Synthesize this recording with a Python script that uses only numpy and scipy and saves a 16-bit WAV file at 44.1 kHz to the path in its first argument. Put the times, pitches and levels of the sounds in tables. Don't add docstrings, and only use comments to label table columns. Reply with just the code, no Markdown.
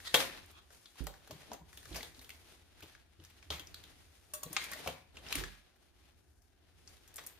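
import sys
import numpy as np
from scipy import signal
from scipy.fft import rfft, irfft, next_fast_len
from scipy.io import wavfile

SR = 44100
rng = np.random.default_rng(int(sys.argv[2]) if len(sys.argv) > 2 else 0)


def int16_out(signal):
    q = np.round(np.clip(np.atleast_2d(signal).T, -1, 1) * 32767)
    wavfile.write(sys.argv[1], SR, q.astype(np.int16))


def ratio(d):
    e = np.asarray(d, float) / 20
    return 10 ** e


N = 325899
LONG = next_fast_len(N)

# t/s, level/dB, brightness/dB
FIDGET = [(0, -58.5, 4), (0.65, -68, -3), (0.73, -64.5, 2.5), (1.19, -72, 1.5), (1.63, -89.5, 10),
          (1.8, -58, 2), (2.2, -62.5, 1), (2.75, -65, -5), (3.15, -73, -4.5), (3.45, -65.5, -3),
          (3.85, -60, -5), (4.3, -69, 2), (5.68, -80.5, 1), (6.07, -67.5, -5), (6.4, -84, 5.5),
          (6.61, -71.5, -7.5), (6.9, -66, 0.5), (7.39, -70, -13.5)]
# t/s, peak/dB, attack/s, release/s, dullness/dB
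STROKES = [(0.06, -54.5, 0.6, .3, -13), (0.2, -35, 0.06, 0.2, -6), (0.99, -52.5, 0.053, 0.16, -12),
           (1.09, -65, 0.042, 0.13, 9), (1.339, -56, 0.27, 0.6, -4.5), (1.54, -54.5, 0.066, 0.064, 7.5),
           (1.93, -54.5, 0.083, 0.29, -1), (2.9, -62, 0.22, 0.24, -14), (3.29, -58, .15, 0.25, -10),
           (4.545, -50, .02, .04, -20), (4.53, -56, 0.27, 0.35, 0.5), (4.65, -43.5, 0.18, 0.074, -16),
           (4.79, -48.5, 0.32, 0.28, -6), (4.87, -45, 0.14, 0.1, -0.5), (5.17, -57.5, 0.057, 0.64, 1),
           (5.319, -43.5, 0.046, 0.12, -7.5), (5.388, -37.5, 0.13, 0.13, -31), (5.52, -58, .2, 0.27, -28),
           (7.199, -56.5, 0.083, 0.38, -4.5)]
# f/Hz, density/dB per Hz
RUB_COLOUR = [(88, -32), (150, 1), (197, -6.5), (249, 0), (328, -2), (774, -2), (941, -5.5), (3620, -4.5),
              (7920, -17), (9260, -15), (12700, -19.5), (15100, -25), (16000, -34.5)]
# t/s, level/dB
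RUMBLE = [(0, -72), (0.35, -68), (1.05, -82), (1.25, -75), (2.02, -68), (2.53, -73.5), (3.27, -76.5),
          (3.62, -66), (4.2, -75.5), (4.75, -71), (4.95, -80.5), (5.18, -69), (5.43, -59), (5.58, -81),
          (6.3, -73), (6.48, -78), (6.89, -71), (7.39, -76)]
# f/Hz, density/dB per Hz
RUMBLE_COLOUR = [(12, -52.5), (20, -19.5), (76, -4.5), (97, -11), (128, -23.5), (162, -20.5), (198, -29.5),
                 (311, -21.5), (400, -24), (520, -35), (880, -120)]
# f/Hz, density/dB per Hz
HISS_COLOUR = [(120, -39.5), (200, -5.5), (232, -6.5), (328, -11), (366, 0), (387, -17), (519, -19.5),
               (683, -7), (1150, -20.5), (1600, -12.5), (2150, -24.5), (5130, -28.5), (16000, -31.5)]
# f/Hz, likeness/0-1
LIKENESS = [(60, 1), (180, 1), (550, 0.54), (1650, 0.9), (4970, 0.08), (15000, 0.0)]
# t/s, peak/dB, f/Hz, sparkle/dB
TICKS = [(0.002, -40, 1950, -20), (0.459, -81, 5900, 21), (0.512, -59, 1130, -2), (0.857, -40, 3480, -35),
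         (0.956, -44.5, 1030, -19), (1.729, -41.5, 1790, -17.5), (1.738, -69, 4500, -10),
         (1.829, -46, 1510, -14), (1.927, -36.5, 3630, -38), (2.245, -41, 2970, -15.5),
         (2.292, -39, 2570, -13), (2.303, -33.5, 2580, -18.5), (3.238, -46, 3480, -12),
         (3.249, -40, 5540, -21), (3.426, -41.5, 2310, -36), (3.537, -47, 3780, -14),
         (3.671, -36, 5260, -23), (3.743, -33.5, 3800, -19), (3.838, -39, 3060, -18.5),
         (4.433, -33, 1120, -4.5), (4.64, -34, 2340, -9.5), (5.265, -39, 2880, -36),
         (5.286, -38, 5070, -25.5), (5.325, -22, 2670, -15), (6.875, -39, 4950, -47),
         (7.14, -53.5, 4300, 2), (7.1585, -40, 5000, -1.5), (7.1657, -42, 5520, -2.5),
         (7.2695, -38, 5450, -2.5)]
# t/s, peak/dB, f/Hz, sparkle/dB, chatter t60/s
RATTLES = [(0.1405, -18, 2100, -12, 0.19), (0.995, -39.5, 1600, -36.5, 0.05),
           (1.308, -36, 900, -17.5, 0.044), (1.944, -34, 2420, -13.5, 0.26), (1.958, -29, 4860, -13.5, 0.1),
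           (2.029, -30.5, 3460, -17, 0.028), (2.213, -45.5, 2240, -13, 0.19),
           (2.824, -39.5, 2810, -16, 0.13), (3.52, -33.5, 2360, -18.5, 0.6),
           (5.306, -33.5, 2220, -39, 0.06), (7.181, -35, 2000, -22.5, 0.08)]
# t/s, peak/dB, f/Hz, sparkle/dB
CLICKS = [(0.1425, -8.5, 2900, -23), (0.148, -13, 3700, -19), (1.039, -60.5, 1060, 6),
          (1.138, -44, 1620, -27), (1.418, -43, 1800, -39), (1.532, -33, 5600, -14),
          (1.773, -38.5, 2900, -13), (1.854, -39.5, 1540, -16), (2.007, -33.5, 2200, -30),
          (2.146, -45, 3870, -27), (2.192, -41, 3930, -20), (2.805, -46, 1700, -11),
          (2.95, -41.5, 1810, -32.5), (3.299, -52, 2360, -13), (3.595, -33, 2970, -16),
          (4.529, -34.5, 5040, -2), (4.715, -38, 1700, -5.5), (4.733, -29, 1910, -14.5),
          (5.157, -48, 1540, -22), (5.169, -34.5, 2750, -42), (5.353, -23.5, 2650, -11.5),
          (5.437, -29, 1740, -37), (5.76, -61, 1990, -10), (6.967, -54, 3590, -18)]
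# t/s, peak/dB, f/Hz, sparkle/dB
KNOCKS = [(0.704, -47.5, 1500, -29.5), (1.068, -28.5, 1300, -12.5), (1.274, -43.5, 1470, -15),
          (1.516, -33, 695, -32), (3.199, -51, 3180, -31), (3.503, -24.5, 3360, -47),
          (4.86, -34.5, 686, -27), (4.874, -22.5, 2580, -16.5), (4.877, -39.5, 575, -38),
          (5.41, -36.5, 333, -42.5), (5.428, -40.5, 365, -43.5), (7.238, -48, 5600, -8)]
# t/s, peak/dB, f/Hz, sparkle/dB, chatter t60/s
JINGLES = [(3.506, -31, 1280, -16.5, 0.62), (4.336, -40.5, 1250, 1, 0.1), (4.337, -33.5, 6200, -30, 0.044),
           (4.565, -14.5, 2230, -49, 0.034), (4.568, -21, 1200, -37, 0.032), (4.722, -33, 1950, -34, 0.064),
           (6.419, -58, 5284, -15, .063), (7.076, -47.5, 5850, -11, 0.075),
           (7.186, -33.5, 1110, -41, 0.028), (7.264, -43, 4960, -0.6, 0.016)]
# t/s, level/dB
SQUEAKS = [
    [(0.04, -66), (0.048, -52), (0.078, -35), (0.11, -94)],
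    [(0.53, -63), (0.59, -54.5), (0.622, -110), (0.66, -89.5)],
]
# f/Hz, width/Hz, level/dB
SQUEAK_PEAKS = [
    [(1300, 300, -9), (1950, 200, -2), (3700, 890, -2)],
    [(1205, 420, -1.5), (2500, 230, -1.5), (3300, 190, -1.5)],
]
# t/s, peak/dB, f/Hz, t60/s, puff/dB
BUMPS = [(0.142, -41, 106, 0.31, -12), (1.003, -29.5, 57.4, 0.3, -16), (1.295, -47.5, 82, 0.33, 4),
         (1.6, -46.5, 59.4, 0.23, -6.5), (1.908, -33, 58.6, 0.32, -9.5), (2.822, -44.5, 82, 0.33, -6.5),
         (3.185, -45, 88, 0.44, -10.5), (3.499, -34, 75.6, 0.47, -9), (4.452, -48, 45.8, 0.21, 0.5),
         (4.857, -38.5, 75.5, 0.34, -2.8), (5.37, -31.5, 50, 0.48, -9)]
# f/Hz, level/dB, t60/s
FRAME = [(544.8, -2.5, 0.21), (702, -6.5, 0.15), (860.3, -6.5, 0.081), (1030, -5, 0.09), (1140, -7, 0.088),
         (1350, -11, 0.066), (1860, -5, 0.04), (2240, -1.5, 0.028)]
# t/s, level/dB
FRAME_BLOWS = [
    (0.142, -31),
    (0.148, -28),
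    (4.874, -42),
]
# t/s, peak/dB, f/Hz, t60/s
PINGS = [(0.1428, -14, 3150, .014), (0.148, -20, 3280, .03), (0.157, -25, 3350, .02),
         (0.398, -62, 9800, .008), (0.42, -62, 6500, .008), (0.508, -62, 11500, .008),
         (1.069, -40, 7500, .015), (1.072, -40, 1900, .02), (1.517, -43, 700, .08), (1.983, -44, 640, .06),
         (2.822, -48, 2400, .02), (2.835, -48, 3200, .012), (2.835, -52, 5800, .01),
         (3.21, -62, 11000, .008), (3.375, -60, 6500, .008), (3.513, -40, 3300, .012),
         (3.537, -42, 5000, .01), (4.336, -46, 8527, .1), (4.337, -46, 9453, .12), (4.348, -42, 6900, .03),
         (4.431, -42, 7000, .04), (4.462, -48, 4000, .03), (4.532, -42, 10400, .03),
         (4.548, -44, 9000, .02), (4.566, -33, 800, .04), (4.583, -36, 2450, .03), (4.615, -40, 2150, .05),
         (4.64, -44, 6700, .02), (4.665, -40, 2330, .04), (4.722, -40, 1900, .03), (4.733, -38, 1900, .05),
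         (4.756, -46, 620, .06), (4.773, -44, 2000, .04), (4.874, -33, 545, .07), (4.887, -38, 700, .06),
         (5.265, -37, 2900, .009), (5.286, -40, 5150, .015), (5.306, -38, 3900, .006),
         (5.3255, -22, 2480, .009), (5.326, -25, 4000, .008), (5.355, -34, 2700, .015),
         (5.437, -34, 1750, .02), (6.875, -58, 1600, .02), (7.183, -44, 2000, .015)]
# t/s, peak/dB, f/Hz, t60/s, left-right/dB
THUNKS = [(1.003, -40, 260, .08, -20), (1.35, -50, 150, .1, 1), (1.511, -47, 223, .08, 1),
          (1.614, -50, 159, .1, .5), (1.864, -53, 130, .15, -8), (1.89, -54, 300, .1, -3),
          (1.935, -44, 170, .08, .5), (2.0, -52, 250, .1, 1), (2.18, -56, 260, .2, 1),
          (4.455, -43, 161, .12, .5), (4.463, -49, 480, .12, 1), (4.5, -48, 165, .1, .5),
          (4.505, -51, 310, .15, 1), (4.54, -53, 350, .1, 1), (1.308, -47, 620, .06, 1),
          (3.6, -52, 300, .1, 1), (4.717, -52, 196, .08, -.5), (4.863, -46, 245, .08, -.5),
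          (5.354, -39, 290, .1, -13), (5.408, -46, 330, .06, -8), (5.426, -45, 390, .07, -8)]
# f/Hz, level/dB, t60/s
SPROCKET = [(605, -11, 0.43), (1114, -1, 0.13), (7720, -8, 0.06), (1620, -18, 0.2), (1873, -19, 0.25),
            (2700, -9, 0.12), (3420, -8, 0.08), (4600, -11, .1), (5600, -7, 0.07), (6700, -1, 0.05),
            (9141, -2, 0.05)]
# t/s, level/dB
SPROCKET_TAPS = [
    (4.336, -42),
    (4.431, -44.5),
    (4.529, -62),
    (4.64, -66),
    (4.715, -52),
]
# f/Hz, t60/s, level/dB
ROOM = [(99, 0.51, -5), (502.7, 0.36, -9), (1500, 0.46, -10), (4000, 0.27, -9.5), (8050, 0.31, -12.5),
        (15000, 0.33, -14.5)]
# f/Hz, width/Hz, share taken out/0-1
MICROPHONE_DIP = (7700, 380, 0.6)

# body/dB, crack share/0-1, rise/s, and chatter t60/s for the short kinds
KNOCK, CLICK, TICK = (-12, .3, .0009, .034), (-21.5, .4, .0011, .029), (-37.5, .3, .0013, .017)
RATTLE, JINGLE = (-16.5, .5, .0012), (-39, .45, .0009)
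PAN_DB, PAN_PER_DB, PAN_KNEE_DB = 2.05, .25, -63.5
BUMP_PAN_DB, JOLT_DB, JOLT_PAN_PER_DB = 2.8, -35.5, 4
FIDGET_DULL_DB, STROKE_BRIGHT_DB, TREBLE_FADES_FASTER = -5, -3.5, 1.35


def rms_one(x):
    return x / np.sqrt(np.mean(x ** 2) + 1e-20)


def in_time(rows):
    s, *columns = np.transpose(rows)
    return [np.interp(np.arange(N) / SR, s, c) for c in columns]


def at_hz(points, hz, axis=1):
    points = np.array(points)
    return np.interp(np.log(np.maximum(hz, 1)), np.log(points[:, 0]), points[:, axis])


def band(x, low_hz, high_hz):
    sos = signal.butter(2, [low_hz, min(high_hz, .45 * SR)], "band", fs=SR, output="sos")
    return signal.sosfilt(sos, x)


def resonance(x, hz, width_hz):
    r = np.exp(-np.pi * width_hz / SR)
    poles = [1, -2 * r * np.cos(2 * np.pi * hz / SR), r * r]
    return signal.lfilter([(1 - r * r) / 2, 0, (r * r - 1) / 2], poles, x)


def drift(rate_hz):
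    r = np.exp(-80 * np.pi * rate_hz / SR)
    slow = signal.lfilter([1], [1, -2 * r, r * r], rng.standard_normal(N // 40 + 2002))[2000:]
    return np.interp(np.arange(N) / 40, np.arange(len(slow)), rms_one(slow))


def sides(db):
    return ratio(np.array([db / 2, -db / 2]))


def white_pair(spread_db=0):
    return rfft(rng.standard_normal((2, LONG)) * ratio(spread_db * rng.standard_normal(LONG)))


def coloured(white, spectrum, share=lambda hz: 1):
    hz = np.fft.rfftfreq(LONG, 1 / SR)
    alike = np.clip(at_hz(LIKENESS, hz) - .4, 0, 1)
    mid, side = white * ratio(at_hz(spectrum, hz)) * share(hz)
    mid, side = np.sqrt(1 + alike) * mid, np.sqrt(1 - alike) * side
    return rms_one(irfft([mid + side, mid - side], LONG)[:, :N])


def effort():
    step = 32
    t = np.arange(0, N + step, step) / SR
    s, *columns = np.transpose(FIDGET)
    level_db, bright_db = [np.interp(t, s, c) for c in columns]
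    rub = ratio(2 * level_db)
    dull = ratio(2 * (level_db + FIDGET_DULL_DB))
    bright = ratio(2 * (level_db + bright_db))
    for s, db, attack_s, release_s, dull_db in STROKES:
        fade_db = 20 * np.maximum((s - t) / attack_s, (t - s) / release_s)
        power = ratio(2 * (db - fade_db))
        rub = rub + power
        dull = dull + power * ratio(2 * dull_db)
        bright = bright + ratio(2 * (db + STROKE_BRIGHT_DB - TREBLE_FADES_FASTER * fade_db))
    rub_db, dull_db, bright_db = [np.interp(np.arange(N) / SR, t, 10 * np.log10(p)) for p in (rub, dull, bright)]
    pan_db = PAN_DB + PAN_PER_DB * np.maximum(PAN_KNEE_DB - rub_db, 0)
    return rub_db, dull_db, bright_db, pan_db


def hands(rub_db, dull_db, bright_db, pan_db):
    grains = white_pair(spread_db=5.2)
    # f/Hz, shares of the dull, middle and bright registers
    blends = [(600, 1, 0, 0), (1600, 0, 1, 0), (4000, 0, 1, 0), (7500, 0, 0, 1)]
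    out = 0
    for column, level_db in ((1, dull_db), (2, rub_db), (3, bright_db)):
        register = coloured(grains, RUB_COLOUR, lambda hz: at_hz(blends, hz, axis=column))
        out = out + ratio(level_db - 4.5) * register
    return out * ratio(2.2 * drift(13)) * sides(pan_db)


def floor_rumble():
    return coloured(white_pair(), RUMBLE_COLOUR) * ratio(in_time(RUMBLE)[0] + 7.5)


def steady_hiss():
    return coloured(white_pair(), HISS_COLOUR) * ratio(-78)


def contact_rows():
    rows = []
    for table, kind in ((KNOCKS, KNOCK), (CLICKS, CLICK), (TICKS, TICK)):
        rows += [(*row, *kind) for row in table]
    for table, kind in ((RATTLES, RATTLE), (JINGLES, JINGLE)):
        rows += [(*row[:-1], *kind, row[-1]) for row in table]
    return rows


def contacts(pan_db):
    size, rows = 6144, contact_rows()
    t, out = np.arange(size) / SR, np.zeros((2, N + size))
    grit = rng.standard_normal((len(rows), 3, size)) * ratio(5 * rng.standard_normal((len(rows), 1, size)))
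    after = ratio(-23 - 60 * t / .1)
    grit[:, 0, 24] += 14
    for (s, peak_db, hz, sparkle_db, body_db, crack, rise_s, t60), g in zip(rows, grit):
        at = round(s * SR)
        dying = (ratio(-60 * t / np.clip(.98 * t60, .003, .3)) + after) * np.minimum(t / rise_s, 1)
        shake = (g[0] + .9 * g[1:]) * dying
        fine = (g[0] + 3.2 * g[1:]) * dying
        core = resonance(resonance(shake, hz, .43 * hz), hz, .43 * hz)
        core += crack * min(hz / 1250, 1) ** 2 * band(shake, 1050, 6500)
        body = band(band(shake, 443, 1100), 370, 1400)
        sparkle = band(band(fine, 6200, 14300), 7100, 21000)
        hit = core / np.abs(core).max()
        hit += ratio(body_db + 7) * body / np.abs(body).max()
        hit += ratio(sparkle_db + 14) * sparkle / np.abs(sparkle).max()
        out[:, at:at + size] += ratio(peak_db - 2) * hit * sides(pan_db[at])[:, None]
    return out[:, :N]


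def squeaks():
    out = 0
    for curve, peaks in zip(SQUEAKS, SQUEAK_PEAKS):
        start, end = (curve[0][0] - .005, -120), (curve[-1][0] + .005, -120)
        level_db, = in_time([start] + list(curve) + [end])
        slip = rng.standard_normal((2, N))
        squeal = sum(ratio(db) * resonance(slip, hz, width_hz) for hz, width_hz, db in peaks)
        out = out + ratio(level_db - 3.5) * rms_one(squeal)
    return out


def bumps():
    size = 22050
    t, out = np.arange(size) / SR, np.zeros((2, N + size))
    for (s, peak_db, hz, t60, puff_db), g in zip(BUMPS, rng.standard_normal((len(BUMPS), size))):
        ring = np.sin(2 * np.pi * .95 * hz * (t + .0028 * (1 - np.exp(-t / .024))))
        ring *= np.minimum(t / .0047, 1) * ratio(-60 * (t / np.clip(t60, .03, .6)) ** 1.07)
        puff = ratio(-60 * t / .44) * rms_one(band(g, 110, 190))
        puff += 1.8 * ratio(-60 * t / .2) * rms_one(band(g, 220, 380))
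        puff *= ratio(puff_db) * np.minimum(t / .0096, 1)
        pan_db = BUMP_PAN_DB - JOLT_PAN_PER_DB * max(peak_db - JOLT_DB, 0)
        out[:, round(s * SR):][:, :size] += ratio(peak_db - 10) * (ring + puff) * sides(pan_db)[:, None]
    return out[:, :N]


def struck(modes, blows, longest_s):
    size = SR // 2
    t, out = np.arange(size) / SR, np.zeros((2, N + size))
    pairs = [(hz * twin, db - 4.5, t60) for hz, db, t60 in modes for twin in (1, 1.013)]
    for hz, level_db, t60 in pairs:
        chance = rng.standard_normal((len(blows), 3))
        strength = ratio(np.array(blows)[:, 1] + level_db + 2.5 * chance[:, 0])
        gains = strength * np.sign(chance[:, 1:].T + 2500 / hz)
        ring = np.sin(2 * np.pi * hz * t) * ratio(-60 * t / min(t60, longest_s))
        for (s, _), gain in zip(blows, gains.T):
            out[:, round(s * SR):][:, :size] += gain[:, None] * ring
    return out[:, :N]


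def frame_ring():
    return struck(FRAME, FRAME_BLOWS, longest_s=.19)


def swelling_notes(rows, rise_cycles):
    size = 5292
    t, out = np.arange(size) / SR, np.zeros((2, N + size))
    for s, peak_db, hz, t60, pan_db in rows:
        twin = np.sin(2 * np.pi * hz * 1.06 * t) * [[1], [-.3]]
        note = np.sin(2 * np.pi * hz * t) + .4 * twin
        note *= np.minimum(t * hz / rise_cycles, 1) * ratio(peak_db - 60 * t / np.clip(t60, .003, .3))
        out[:, round(s * SR):][:, :size] += note * sides(pan_db)[:, None]
    return out[:, :N]


def pings():
    return swelling_notes([(*row, PAN_DB) for row in PINGS], rise_cycles=2.5)


def thunks():
    return swelling_notes(THUNKS, rise_cycles=1.2)


def sprocket_ring():
    return struck(SPROCKET, SPROCKET_TAPS, longest_s=.45)


def room(x):
    size = SR
    t, edges = np.arange(size) / SR, 80 * 2 ** np.arange(0, 8.1, 1)
    tail, white = 0, rng.standard_normal((3, size))
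    white = white[1:] + .66 * white[0]
    for low, high in zip(edges, edges[1:]):
        hz = np.sqrt(low * high)
        t60 = at_hz(ROOM, hz)
        fade = ratio(at_hz(ROOM, hz, axis=2) - 60 * t / t60)
        tail = tail + band(white, low, high) * fade / np.sqrt(SR * t60 / 14)
    tail *= np.clip((t - .003) / .0018, 0, 1)
    return signal.fftconvolve(x, tail, axes=1)[:, :N]


def scene():
    rub_db, dull_db, bright_db, pan_db = effort()
    knocks = contacts(pan_db) + frame_ring() + sprocket_ring() + squeaks()
    notes = pings()
    knocks[0] = np.roll(knocks[0], 2)
    rumble, hiss = floor_rumble(), steady_hiss()
    walls = ratio(10.5) * room(knocks + .3 * notes)
    rubbing = hands(rub_db, dull_db, bright_db, pan_db)
    return knocks + notes + walls + rubbing + bumps() + thunks() + rumble + hiss


def roll_off(x):
    return signal.sosfilt(signal.butter(12, 16400, fs=SR, output="sos"), x)


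def record(dry):
    hz, width_hz, share = MICROPHONE_DIP
    heard = dry - np.clip(share, 0, 1) * resonance(dry, hz, width_hz)
    heard = signal.sosfilt(signal.butter(14, 15000, fs=SR, output="sos"), heard)
    heard = signal.sosfilt(signal.butter(2, 32, "high", fs=SR, output="sos"), heard)
    return roll_off(heard)


dry = scene()
out = record(dry)
int16_out(out)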